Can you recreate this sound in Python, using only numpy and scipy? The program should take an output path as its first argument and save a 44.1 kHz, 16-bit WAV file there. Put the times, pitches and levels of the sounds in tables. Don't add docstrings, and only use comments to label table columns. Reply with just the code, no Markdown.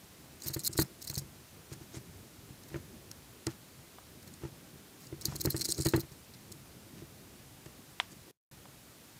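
import sys
import numpy as np
from scipy import signal
from scipy.io import wavfile
from scipy.ndimage import uniform_filter1d

SR = 44100
rng = np.random.default_rng(int(sys.argv[2]) if len(sys.argv) > 2 else 0)


def store_pcm(level_fs):
    pcm = np.round(np.clip(level_fs, -1, 1) * 32767).astype(np.int16)
    wavfile.write(sys.argv[1], SR, np.atleast_2d(pcm).T)


N = 405279


# frequency in Hz, relative density in dB.
AIR_SPECTRUM = [(18, -45.5), (30, -21.5), (57, -8.5), (104, -6), (206, -10.5), (399, -13), (443, -17.5),
                (480, -15.5), (1030, -18.5), (1120, -18.5), (1340, -19), (2890, -21), (4070, -21),
                (14800, -24.5), (16500, -49)]
# time in seconds, level in dB.
RUMBLE_LEVEL = [(0, -50.5), (.7, -45.5), (1.5, -49), (2.0, -47), (2.35, -49), (2.8, -46), (3.4, -50),
                (4.1, -50), (4.55, -47), (5.0, -49.5), (5.3, -42.5), (5.9, -44.5), (6.1, -49.5),
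                (6.6, -47.5), (7.45, -47), (7.9, -51.5), (8.55, -48), (9.19, -51.5)]
# frequency in Hz, width in Hz, level in dB.
WHISTLE = (15050, 150, -70)
HISS_DB = -50.5

# start in seconds, length in ms, level in dB, swell over the scrape in dB,
# brightness in dB (twice the excess of splinter force over stick force).
SHORT_SCRAPES = [(.401, 4.4, -49, -3, -14), (.420, 7, -42, -8, -18), (.433, 13, -44.5, 4, -5),
                 (.458, 31, -39.5, 9, 6), (.495, 22, -47, -3, -10), (.535, 14.5, -32, 1, 0),
                 (.568, 5, -36, -3, -4), (.593, 22, -38.5, -9, -7), (.636, 41, -35.5, 13, 4),
                 (.729, 13, -40.5, -3, -11), (.770, 28, -34, 9, -1), (.798, 29, -27, 0.5, 11),
                 (1.018, 4.3, -44, -2, -14), (1.025, 3.6, -43, -5, -3), (1.042, 9, -44, -2, -7),
                 (1.074, 15, -37, -5, -1), (1.099, 3.6, -28, -6, -2), (1.109, 7, -38, -5, -8),
                 (1.138, 9, -45, 6, -3), (1.153, 10, -41, 1, -14), (1.171, 5, -45, -5, -8),
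                 (1.179, 14.6, -30.5, -3.5, -1), (1.727, 13, -43, -4.5, -18), (1.830, 11, -51, -3, -13),
                 (1.931, 49, -49, 1, -16), (2.632, 5, -50, 0, -11), (2.684, 5.4, -48, 2, -5),
                 (2.764, 4.8, -46, -2, -15), (3.114, 2, -40, -1, -6), (3.468, 2, -30, -5, -22),
                 (3.498, 21, -52, -2, -8), (4.227, 3, -48, -2, -5), (4.276, 4, -43, -2, 6),
                 (4.339, 2.8, -44.5, -4, -9), (5.005, 55, -51, 1, -8), (5.067, 6, -44, -4, -15),
                 (5.212, 13, -41.5, -10, -12), (5.254, 20, -25.5, -16, -1), (5.357, 5.4, -33, -2, 7),
                 (5.401, 9, -39, 0, 0), (5.412, 5, -29, -5, 4), (5.440, 19, -37, 6, 5),
                 (5.503, 7, -24.5, -2, 16), (5.515, 14, -38, -3, -3), (5.565, 17, -33.5, -8, -7),
                 (5.594, 14, -37.5, 2, -14), (5.611, 12, -28, -2, -13), (5.645, 18, -32, 1, -10),
                 (5.684, 42, -35.5, 3, -9), (5.735, 14, -46, -1, -16), (5.773, 20, -38, -2, -19),
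                 (5.806, 29, -37.5, 1, -13), (5.848, 11.7, -32, 2.5, -14), (5.867, 6, -29, -3, -11),
                 (5.886, 10, -30, -4, 3), (5.900, 12, -44.5, -2, -8), (5.924, 5, -42, -4, -13),
                 (5.941, 12, -48, 0, -24), (5.962, 5.6, -27.5, -7, 0), (5.996, 4, -40, -2, 3),
                 (6.004, 10.5, -38, -4, -1), (6.120, 8.9, -45, -5, -14), (6.337, 13, -44.5, -6, -20),
                 (6.519, 9, -43.5, -5, -4), (7.660, 1.7, -43.5, -3, -10), (8.118, 12, -48.5, -3, -13)]
# start in seconds, level in dB.
FIBRE_TICKS = [(0.4208, -30), (0.4833, -15.5), (.5386, -19.5), (0.5454, -20), (.593, -27), (.6486, -20),
               (.654, -18), (.6654, -21), (.675, -13), (.733, -30), (.778, -14.5), (0.803, -14),
               (.813, -15), (.821, -12.5), (1.026, -29), (1.0483, -30), (1.0741, -29), (1.0778, -25),
               (1.0996, -20), (1.143, -25), (1.1544, -23.5), (1.1615, -27), (1.1792, -20), (3.1142, -27),
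               (3.468, -22), (5.2545, -14), (5.362, -18.5), (5.412, -15), (5.4576, -13), (5.505, -12.5),
               (5.5645, -19.5), (5.5786, -28), (5.5946, -26), (5.611, -13.5), (5.6172, -13.5), (5.626, -27),
               (5.6474, -19), (5.6535, -16), (5.6585, -21.5), (5.6886, -19.5), (5.703, -22), (5.7213, -14),
               (5.7794, -27), (5.811, -23), (5.8201, -25), (5.856, -20), (5.8676, -12.5), (5.886, -17),
               (5.891, -18.5), (5.9635, -24), (5.996, -26), (6.005, -21.5), (6.5228, -29.5)]
# start in seconds, end in seconds, level in dB.
GNAWING_BOUTS = [(.39, 0.632, -53), (0.7, .88, -52.5), (0.984, 1.233, -53.5), (5.208, 5.63, -49.5),
                 (5.622, 6.02, -48.5)]
# frequency in Hz, width in Hz, gain in dB.
STICK_MODES = [(4205, 446, 1), (4700, 260, -8.5), (5470, 1200, -6), (6520, 610, -7), (7960, 3300, -8)]
# frequency in Hz, width in Hz, gain in dB.
SPLINTER_MODES = [(11370, 1860, -2), (13000, 920, -2), (14500, 1700, -0.5)]
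RISE_MS, FALL_MS = 1.16, 1.67
RUB_BRIGHTNESS_DB, RUB_EDGE_S = -9.5, 0.014
TICK_BRIGHTNESS = 1.4

# time of the peak in seconds, level in dB,
# time from the peak to 1/e of it in ms.
SHAVING_SCUFFS = [(.47, -44, 26), (1.725, -45.5, 20), (1.82, -50, 17), (1.955, -43.5, 26), (2.73, -52, 40),
                  (3.51, -48.5, 24), (4.28, -49.5, 13), (4.45, -49.5, 32), (5.3, -46.5, 74),
                  (6.99, -52, 44), (8.03, -50, 15), (8.12, -52.5, 15)]
# frequency in Hz, width in Hz, gain in dB.
SHAVING_MODES = [(311, 73, 6.5), (800, 770, -5.5), (1910, 1700, -6.5), (3500, 2200, -10.5),
                 (6240, 2800, -7.5)]

# start in seconds, boom level in dB, hollow ring level in dB,
# clack level in dB.
FLOOR_KNOCKS = [(0.4606, -34, -38, -43.5), (0.499, -32.5, -38, -42), (0.5627, -27, -28, -35),
                (0.694, -37.0, -38.5, -54.5), (0.7542, -36.5, -39, -44), (0.7892, -19, -16, -24),
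                (0.816, -24, -67, -35), (1.099, -33.5, -40.5, -45), (1.127, -39, -54, -45),
                (1.1731, -26, -39.5, -41), (1.216, -38, -48, -59), (1.718, -34, -39, -53),
                (1.81, -42, -47, -59), (1.9434, -46, -37, -47), (1.9679, -33, -39.5, -45),
                (2.5042, -38, -47, -58), (2.716, -40, -41, -52), (2.7432, -32, -29, -33),
                (2.758, -33, -32, -41), (3.4685, -28.5, -24, -31), (3.4775, -35, -34, -45),
                (4.4175, -48, -44, -48), (4.4355, -32, -31, -46), (4.450, -34, -35, -44),
                (5.1259, -32.5, -31, -44.5), (5.2557, -40.0, -34.5, -56), (5.2815, -25.5, -45.0, -44),
                (5.324, -36, -46, -42.5), (5.3516, -33, -38, -44), (5.3992, -46.5, -43.5, -57),
                (5.4513, -26, -20.5, -30), (5.4713, -19.0, -23.5, -32), (5.5446, -25, -25, -32),
                (5.5997, -35.5, -37, -54), (5.6544, -46, -43, -47.5), (5.6881, -37, -30, -47),
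                (5.7858, -27.5, -27.5, -41.5), (5.7985, -23, -28.5, -48), (5.8549, -32.5, -27.5, -32),
                (5.8605, -18, -19.5, -28.5), (5.936, -33.5, -17.0, -21.5), (5.9443, -17.5, -18, -30),
                (5.9759, -25.5, -22.5, -41), (6.0319, -37.5, -43, -47), (6.1168, -39.5, -47, -57),
                (6.5125, -44.5, -56, -52), (7.021, -39, -37.5, -58), (7.6607, -40, -41.5, -44.5)]
# nominal frequency in Hz, level in dB, time to decay by 60 dB in seconds.
BOOM_MODES = [(96, 3.5, 0.064), (133.7, 7, 0.093), (184.5, -7, 0.13)]
# nominal frequency in Hz, level in dB, time to decay by 60 dB in seconds.
HOLLOW_MODES = [(331.4, 5, 0.092), (384.5, -6, 0.096), (250.3, -12.5, 0.15)]
# frequency in Hz, width in Hz, gain in dB.
CLACK_MODES = [(580, 200, -0.5), (894, 167, -2.5), (1320, 660, -4.5), (1930, 600, -6.5),
               (2520, 1600, -12.5)]

# start in seconds, crack level in dB, woody body level in dB.
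WOOD_SNAPS = [(3.1138, -35, -51), (3.468, -25, -48), (3.9848, -37.5, -33.5), (5.323, -50, -29),
              (7.659, -43, -48), (8.0, -4.5, -17.5), (8.655, -40, -36.5)]
# frequency in Hz, level in dB, time to decay by 60 dB in seconds.
BODY_MODES = [(782, 3, 0.017), (989, 5, 0.016), (1160, 1.5, 0.016), (1590, -9.5, 0.031)]
# frequency in Hz, width in Hz, gain in dB.
CRACK_MODES = [(2010, 1050, -3), (3400, 650, -1.5), (4840, 370, -21.5), (8240, 1500, -27.5)]
# frequency in Hz, width in Hz, gain in dB.
WALL_MODES = [(910, 610, 3.5), (2000, 1800, -1.5), (3300, 1500, 2), (5200, 2540, -8), (8240, 4500, -13.5)]

# time in seconds, gain in dB.
DROPOUT_GAIN = [(8.311, -0.5), (8.313, -18), (8.325, -28), (8.372, -38), (8.38, -51.5), (8.511, -52.5),
                (8.513, -0.5)]
MIC_GAIN_DB, EDGE_HZ = -7.5, 15900


def gain_of(db):
    return 10 ** (np.asarray(db) / 20)


def evened(x):
    return x / np.sqrt(np.mean(x ** 2) + 1e-20)


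def add(mix, s, sound):
    part = mix[round(s * SR):][:len(sound)]
    part += sound[:len(part)]


def uneven_grain(shape, spread_db):
    noise = rng.standard_normal(shape)
    return noise * gain_of(spread_db * np.minimum(rng.exponential(1, N), 5))


def resonate(x, modes):
    out = np.zeros(len(x))
    for k, (hz, width, db) in enumerate(modes):
        b, a = signal.iirpeak(hz, hz / width, SR)
        once = signal.lfilter(b, a, x)
        out += (-1) ** k * gain_of(db) * signal.lfilter(b, a, once)
    return out


def shifting(x, modes, depth_db):
    steps = rng.standard_normal((len(modes), N // 600 + 2))
    at = np.arange(N) / 600
    out = np.zeros(N)
    for k, (mode, walk) in enumerate(zip(modes, steps)):
        strength = gain_of(depth_db * np.interp(at, np.arange(len(walk)), walk))
        out += (-1) ** k * strength * resonate(x, [mode])
    return out


def ring(modes, detune, rise_s):
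    t = np.arange(SR // 5) / SR
    tones = np.zeros(len(t))
    for (hz, db, t60), factor in zip(modes, detune):
        tones += gain_of(db - 60 * t / t60) * np.sin(2 * np.pi * hz * factor * t)
    return tones * (1 - np.exp(-t / rise_s))


def air():
    frames, hz = N // 256 + 5, np.fft.rfftfreq(1024, 1 / SR)
    real, imaginary, patches = rng.standard_normal((frames, 513, 3)).T
    patches = uniform_filter1d(patches, size=6, axis=0)
    patches = evened(uniform_filter1d(patches, size=12, axis=1))
    f, db = np.transpose(AIR_SPECTRUM)
    density_db = np.interp(np.log(hz + 1), np.log(f + 1), db)[:, None]
    low = 1 / (1 + (hz[:, None] / 450) ** 4)
    spectra = (real + 1j * imaginary) * gain_of(density_db + (.5 + 1.9 * low) * patches)
    rumble, hiss = (evened(signal.istft(spectra * share, nperseg=1024, noverlap=768)[1][:N])
                    for share in (low, 1 - low))
    rumble_db = np.interp(np.arange(N) / SR, *np.transpose(RUMBLE_LEVEL))
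    whistle = evened(resonate(rng.standard_normal(N), [WHISTLE]))
    return gain_of(rumble_db) * rumble + gain_of(HISS_DB) * hiss + gain_of(WHISTLE[2]) * whistle


def split(bright_db):
    return 1 / np.sqrt(1 + gain_of([[bright_db], [-bright_db]]))


def scrape_force():
    swells, lead = np.zeros((N, 2)), SR // 20
    t_ms = np.arange(-lead, 3 * lead) * 1000 / SR
    for s, length, db, swell_db, bright_db in SHORT_SCRAPES:
        edge = np.maximum(-t_ms, 0) / RISE_MS + np.maximum(t_ms - length, 0) / FALL_MS
        progress = np.clip(t_ms / max(length, .1), 0, 1)
        shape = gain_of(db + swell_db * progress) * .5 ** edge
        add(swells, s - lead / SR, (shape * split(bright_db)).T)
    t, rub = np.arange(N) / SR, np.zeros(N)
    for start, end, db in GNAWING_BOUTS:
        rub += gain_of(db) * np.clip(np.minimum(t - start, end - t) / RUB_EDGE_S, 0, 1)
    return swells.T + rub * split(RUB_BRIGHTNESS_DB)


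def ticks():
    force = np.zeros((N, 2))
    fade = gain_of(-8.0 * np.arange(SR // 100) * 1000 / SR)
    bursts = rng.standard_normal((len(FIBRE_TICKS), 2, len(fade))) * fade
    bursts *= np.linalg.norm(fade) / np.linalg.norm(bursts, axis=2, keepdims=True)
    starts = np.array([row[0] for row in SHORT_SCRAPES]) - .003
    for (s, db), burst in zip(FIBRE_TICKS, bursts):
        bright_db = SHORT_SCRAPES[np.searchsorted(starts, s) - 1][-1]
        add(force, s, (gain_of(db) * burst * split(TICK_BRIGHTNESS * bright_db)).T)
    return force.T


def scrapes():
    swells = scrape_force()
    breaks = uneven_grain((2, N), 1.9)
    slips = gain_of(3.9 * evened(uniform_filter1d(rng.standard_normal(N), size=50)))
    grain = np.array([evened(b * slips) for b in breaks])
    force = swells * grain + ticks()
    strong = swells[0] / (swells[0] + gain_of(-51.0))
    lowest = shifting(force[0] * strong, STICK_MODES[:1], depth_db=2.5)
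    upper = shifting(force[0], STICK_MODES[1:], depth_db=3.5)
    stick = (lowest - upper) / np.std(resonate(grain[0], STICK_MODES))
    splinters = shifting(force[1], SPLINTER_MODES, depth_db=2.5)
    splinters = splinters / np.std(resonate(grain[1], SPLINTER_MODES))
    grit = signal.lfilter(*signal.butter(2, (1500, 3700), "band", fs=SR), force[0])
    return gain_of(2.0) * stick + gain_of(-1.5) * splinters + gain_of(-6) * grit


def scuffs():
    t_ms, swell = np.arange(N) * 1000 / SR, np.zeros(N)
    for s, db, half_ms in SHAVING_SCUFFS:
        swell += gain_of(db) * np.exp(-((t_ms - 1000 * s) / half_ms) ** 2)
    grain = uneven_grain(N, 6.3)
    clumps = gain_of(2.2 * evened(uniform_filter1d(rng.standard_normal(N), size=120)))
    return swell * evened(resonate(grain * clumps, SHAVING_MODES))


def knocks():
    out, crunch = np.zeros(N), np.zeros(N)
    chance = rng.random((len(FLOOR_KNOCKS), 6))
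    t = np.arange(SR // 10) / SR
    for (s, boom_db, hollow_db, clack_db), c in zip(FLOOR_KNOCKS, chance):
        detune = 1 + 0.046 * (c - .5)
        add(out, s, gain_of(boom_db) * ring(BOOM_MODES, detune, 0.0021))
        add(out, s, gain_of(hollow_db) * ring(HOLLOW_MODES, detune[3:], 0.00044))
        fast, slow = gain_of(clack_db - 60 * t / 0.025), gain_of(clack_db - 11.0 - 60 * t / 0.14)
        add(crunch, s, fast + slow)
    grain = uneven_grain(N, 1.4)
    clack = resonate(crunch * grain, CLACK_MODES) / np.std(resonate(grain, CLACK_MODES))
    return out + clack


def snaps():
    click = np.eye(1, SR // 5)[0]
    crack = resonate(click, CRACK_MODES)
    t = np.arange(len(click)) / SR
    tail = evened(resonate(rng.standard_normal(len(t)), WALL_MODES))
    tail = tail * (gain_of(-19 - 60 * t / 0.031) + gain_of(-38.5 - 60 * t / 0.25))
    crack = crack / abs(crack).max() + tail
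    body = ring(BODY_MODES, np.ones(len(BODY_MODES)), 0.0011)
    out = np.zeros(N)
    for s, crack_db, body_db in WOOD_SNAPS:
        add(out, s, gain_of(crack_db) * crack + gain_of(body_db) * body)
    return out


def scene():
    return (scrapes() + knocks() + scuffs() + snaps() + air())[None]


def record(dry):
    thin = signal.lfilter(*signal.butter(2, 60, "high", fs=SR), dry)
    s, db = np.transpose(DROPOUT_GAIN)
    muted = thin * gain_of(MIC_GAIN_DB + np.interp(np.arange(N) / SR, s, db))
    lowpass = signal.firwin(511, EDGE_HZ, window=("kaiser", 9), fs=SR)
    return signal.oaconvolve(muted, lowpass[None], "same")


dry = scene()
out = record(dry)
store_pcm(out)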